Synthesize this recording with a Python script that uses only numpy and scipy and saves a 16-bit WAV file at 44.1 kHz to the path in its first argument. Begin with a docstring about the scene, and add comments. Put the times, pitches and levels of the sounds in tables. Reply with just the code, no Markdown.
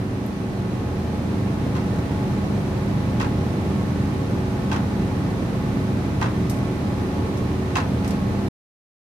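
"""A crane's six-cylinder diesel runs at a governed 1490 rpm, close by, while the winch lowers a load.
Sines locked to the crankshaft and the hums of driven parts sit in noise that pulses with the firings.
The winch clanks about every 1.5 s, louder each time: each clank is a group of decaying noise bursts
with ringing modes. A few light metal ticks, made likewise, come from nearby. Outdoors; it stops dead."""
import sys
import numpy as np
from scipy import signal
from scipy.fft import rfft, irfft
from scipy.io import wavfile
from scipy.ndimage import uniform_filter1d

SR = 44100
rng = np.random.default_rng(int(sys.argv[2]) if len(sys.argv) > 2 else 0)


def bounce(signal):
    """Save signal as a 16-bit WAV file at the path given by the first command-line argument."""
    frames = np.transpose(np.atleast_2d(signal))
    limited = np.clip(frames, -1, 1)
    pcm = np.round(limited * 32767).astype(np.int16)
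    wavfile.write(sys.argv[1], SR, pcm)


N = 399096
T = np.arange(N) / SR
BINS = np.fft.rfftfreq(N, 1 / SR)


def engine():
    """Forced vibration: the governed crankshaft sets the orders and firings; all parts swell together."""
    crank_hz, hunt_hz, hunts_per_s = 24.835, .007, 1.2
    start_db, swell_s, engine_db = -3, 1.93, 0.25
    # the governor hunts a little around its set speed
    turns = np.cumsum(crank_hz + hunt_hz * walk(hunts_per_s)) / SR
    mid, side = crank_orders(turns) + undb(-0.75) * driven_parts() + undb(-0.38) * firing_noise(turns)
    # the level rises to its final value, then holds
    level_db = engine_db + start_db * np.clip(1 - T / swell_s, 0, 1)
    return ports(mid, side) * undb(level_db)


# lines of the crankshaft: (multiple of crank speed, relative level/dB)
CRANK_ORDERS = [(2, -42.5), (3, -48.3), (4, -34.5), (5, -34.2), (6, -37.1), (7, -37.9), (8, -30.5),
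                (9, -39.2), (10, -49.0), (11, -36.6), (12, -39.1), (13, -45.6), (14, -50.2), (15, -47.6),
                (16, -50.8), (17, -54.9), (18, -47.2), (19, -48.2), (20, -52.8), (21, -49.9), (22, -52.0),
                (23, -54.7), (24, -55.4), (25, -53.6), (26, -57.7), (27, -50.2), (29, -56.0), (30, -57.7),
                (33, -52.8), (34, -45.9), (37, -57.6), (40, -56.3), (44, -50.2), (48, -60.4), (80, -58.9)]


def crank_orders(turns):
    """Harmonic excitation: every line is a whole multiple of the crankshaft rotation."""
    return drone(turns, CRANK_ORDERS, waver=.25)


# pumps, fan and other driven parts: (f/Hz, relative level/dB)
DRIVEN_HUMS = [(63.3, -47.8), (83.4, -33.2), (114.6, -34.2), (133.1, -38.9), (242.3, -38.7), (374.8, -38.5),
               (1500.4, -55.7), (1872.9, -59.7)]


def driven_parts():
    """Tonal excitation with slip: belts and fluid let the hums wander apart from the crank."""
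    driven_s = T + .0003 * walk(1.5)
    return drone(driven_s, DRIVEN_HUMS, waver=.22)


def drone(turns, lines, waver, count=6):
    """Superposition: sines swaying in strength and phase; mid and side lie a quarter cycle apart."""
    sway = [walk(2.74) for _ in range(count)]
    out = np.zeros((2, N))
    for multiple, db in lines:
        start, shift = rng.random(2)
        # each line takes two of the shared sways, shifted in time
        swell, drift = (np.roll(sway[i], int(shift * N)) for i in rng.permutation(count)[:2])
        angle = 2 * np.pi * (multiple * turns + start) + waver * drift
        size = np.sqrt(2) * undb(db) * (1 + waver * swell)
        out += size * np.array([np.sin(angle), rng.choice([-1, 1]) * np.cos(angle)])
    return out


# rumble and rush between the lines: (f/Hz, relative level per Hz/dB)
NOISE_SPECTRUM = [(12, -93.5), (28, -78), (50, -61.5), (80, -50.5), (200, -51), (300, -55.5), (450, -61),
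                  (800, -66.5), (1500, -73.5), (3100, -80.5), (5500, -86), (7600, -91), (12000, -94.5),
                  (15500, -104)]
# engine covers and panels that colour the noise: (f/Hz, width/Hz, lift/dB)
PANELS = [(837, 50, 2), (1242, 130, 3), (1782, 36, 5.5), (2320, 640, 1.5), (4030, 410, 2.5),
          (6050, 270, 2.5), (8880, 400, 2.5)]


def firing_noise(turns):
    """Amplitude modulation: firings pulse the gas rumble strongly and the mechanical rush weakly."""
    throb, clatter, flutter_db = 1.0, .08, 0.08
    scatter_db, split_hz = 2.5, 680
    # a six-cylinder four-stroke fires three times a turn
    firing = 3 * turns
    index = firing.astype(int)
    cylinder_db = np.array([0.59, -0.91, 1.1, -2, -0.88, -2])
    chance_db = scatter_db * rng.standard_normal(index[-1] + 1)
    strength = undb(cylinder_db[index % len(cylinder_db)] + chance_db[index])
    # each burst falls to about a fifth before the next; smoothing rounds its edge
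    decay = np.exp(-(firing % 1) / 0.61)
    burst = unit(uniform_filter1d(strength * decay, size=40))
    rumble = rng.standard_normal((2, N)) * unit(1 + throb * burst)
    flutter = undb(flutter_db * walk(20))
    rush = rng.standard_normal((2, N)) * unit((1 + clatter * burst) * flutter)
    # rumble fills the spectrum below the split, rush above it
    low_share = 1 / (1 + (BINS / split_hz) ** 4)
    both = rfft(rumble) * np.sqrt(low_share) + rfft(rush) * np.sqrt(1 - low_share)
    colour_db = contour(NOISE_SPECTRUM, BINS) + resonances(PANELS, BINS)
    return irfft(both * undb(colour_db), N) * np.sqrt(SR / 2)


def resonances(modes, hz):
    """Resonance: each mode lifts the level in dB along a bell of its own width."""
    return sum(db / (1 + (2 * (hz - f) / width) ** 2) for f, width, db in modes)


# stereo width of the engine: (f/Hz, side minus mid level/dB)
STEREO_WIDTH = [(60, -25), (110, -20), (200, -17.5), (380, -8.5), (700, -8), (1290, 0.5), (2380, 0.5),
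                (4400, -0.5), (8120, 1), (15000, -0.5)]
# stereo balance of the engine: (f/Hz, left minus right level/dB)
STEREO_LEAN = [(100, -0.5), (380, -1.5), (700, 1), (1100, -3), (1550, 1), (2400, -5), (3800, 0.5),
               (6000, -1.5), (8300, 0.5), (9700, 3.5), (11500, 3), (15000, 2.5)]


def ports(mid, side):
    """Spatial coherence: two microphone ports share the bass and hear the treble differently."""
    side_gain = undb(contour(STEREO_WIDTH, BINS))
    lean = undb(contour(STEREO_LEAN, BINS) / 2)
    mid, side = rfft(mid), rfft(side) * side_gain
    left, right = (mid + side) * lean, (mid - side) / lean
    return irfft(np.array([left, right]) / np.sqrt(1 + side_gain ** 2), N)


# clanks of the winch, one for each turn: (t/s, relative level/dB, brightness/dB per octave)
CLANKS = [(1.752, -36.5, -0.5), (3.199, -29.5, 0), (4.715, -28, 0.5), (6.213, -26.5, -1), (7.755, -23.5, 0)]
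# contacts within every clank, sharp catches and dull knocks in turn:
# (delay t/s, relative level/dB, brightness/dB per octave, relative ring level/dB)
CONTACTS = [(0, -5, 4, -1.5), (.005, -2, -7, 1.5), (.013, -3.5, 4, -3.5), (.028, -3, -1.5, -9),
            (.046, -4.5, 0.5, -5.5), (0.07, -12, -3, -2)]
# ringing of the winch frame: (f/Hz, width/Hz, relative level/dB)
FRAME_MODES = [(865, 22, -1), (1035, 26, 0), (1290, 30, -7), (1540, 26, -3), (1890, 26, -4), (2100, 30, -8),
               (2520, 30, -7), (2690, 26, -4), (3280, 34, -9), (3960, 40, -11), (5520, 60, -16),
               (6500, 60, -17)]
# crash of a contact: (f/Hz, relative level per Hz/dB)
CRASH_SPECTRUM = [(200, -31.5), (650, -6.5), (950, 3.5), (1500, 0), (3000, -10), (6200, -17), (8000, -25),
                  (12000, -31), (15500, -43.5)]


def winch():
    """Repeated impact: once a turn the winch catches, rebounds in one rhythm and shakes its frame."""
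    out = np.zeros((2, N))
    for s, db, bright_db in CLANKS:
        for delay_s, contact_db, hard_db, ring_db in CONTACTS:
            scatter_db = 1.0 * rng.standard_normal()
            strength = undb(db + contact_db + scatter_db)
            hit = blow(CRASH_SPECTRUM, FRAME_MODES, bright_db + hard_db, ring_db,
                       t60_s=0.19, damping=.42, crack=0.5, pivot_hz=1520)
            add(out, s + delay_s, strength * hit)
    return out


# light metal ticks: (t/s, relative level/dB, brightness/dB per octave, relative ring level/dB)
TICKS = [(.262, -55, 6, 9), (6.497, -34.5, -3.5, -9), (6.567, -51, -4, -14), (7.373, -47.5, -7.5, -15.5),
         (8.045, -45.5, -15, -12.5), (8.077, -40, -8, -14), (8.107, -42, -12, -16)]
# ringing of the small metal part: (f/Hz, width/Hz, relative level/dB)
TICK_MODES = [(5650, 80, -10), (8750, 60, -7), (11350, 40, 0), (13790, 45, -1)]
# snap of a tick: (f/Hz, relative level per Hz/dB)
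SNAP_SPECTRUM = [(1000, -14.5), (3500, -9.5), (5700, 2.5), (7700, -1), (8800, 7), (9900, 0), (13300, 5),
                 (15500, -13)]


def ticks():
    """Impact on small bodies: light metal parts touch nearby and ring in high modes."""
    out = np.zeros((2, N))
    for s, db, bright_db, ring_db in TICKS:
        hit = blow(SNAP_SPECTRUM, TICK_MODES, bright_db, ring_db,
                   t60_s=0.17, damping=0.26, crack=0.99, pivot_hz=8000)
        add(out, s, undb(db) * hit)
    return out


def blow(spectrum, modes, bright_db, ring_db, t60_s, damping, crack, pivot_hz, size=16384):
    """Modal decay: a hit on metal gives a crack, a wash whose treble dies first, and ringing modes."""
    t, hz = np.arange(size) / SR, np.fft.rfftfreq(size, 1 / SR) + 1
    octave = np.log2(hz / pivot_hz)
    noise = rfft(rng.standard_normal((2, size))) * undb(contour(spectrum, hz))
    wash = 0
    # t60_s holds at the pivot; each octave above it decays faster
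    for band in np.unique(np.round(octave)):
        band_t60_s = t60_s * 2 ** (-damping * band)
        wash = wash + irfft(noise * (np.round(octave) == band)) * undb(-60 * t / band_t60_s)
    wash = wash / irfft(noise).std() * (1 + crack * np.exp(-t / .003))
    ring = 0
    for f, width, db in modes:
        # every contact lands on another spot and wakes the modes in other proportions
        share = undb(db + 2 * rng.standard_normal())
        phase = 2 * np.pi * (f * t + rng.random((2, 1)))
        ring = ring + share * np.exp(-np.pi * width * t) * np.sin(phase)
    attack = 1 - np.exp(-t / .0003)
    hit = (wash + undb(ring_db) * ring) * attack
    # a harder contact tips the spectrum upwards
    return irfft(rfft(hit) * undb(bright_db * np.clip(octave, -2, 2)))


def add(out, s, sound):
    """Superposition: mix a sound in at time s."""
    start = int(s * SR)
    out[:, start:start + sound.shape[1]] += sound[:, :N - start]


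def walk(rate):
    """Low-pass noise: smooth chance of rms 1 that moves about rate times a second."""
    return unit(irfft(rfft(rng.standard_normal(N)) * np.exp(-(BINS / rate) ** 2), N))


def contour(rows, hz):
    """Spectral envelope: interpolate (f/Hz, level/dB) points on a log-frequency axis."""
    points, db = np.transpose(rows)
    return np.interp(np.log(hz + 1), np.log(points), db)


def undb(db):
    """Logarithmic level: decibels to amplitude gain."""
    return 10 ** (np.asarray(db) / 20)


def unit(x):
    """Normalization: scale to rms 1."""
    return x / np.sqrt(np.mean(x ** 2))


def scene():
    """Superposition: engine, winch and ticks add in the open air, without reflections."""
    return engine() + winch() + ticks()


def record(dry):
    """Gating and band limiting: the sound stops abruptly, and a steep low-pass cuts the top."""
    stop_s, fade_s, top_hz = 8.487, .004, 15550
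    running = np.clip((stop_s - T) / fade_s, 0, 1)
    low_pass = signal.ellip(10, .1, 80, top_hz, fs=SR, output="sos")
    return signal.sosfilt(low_pass, dry * running)


dry = scene()
out = record(dry)
bounce(out)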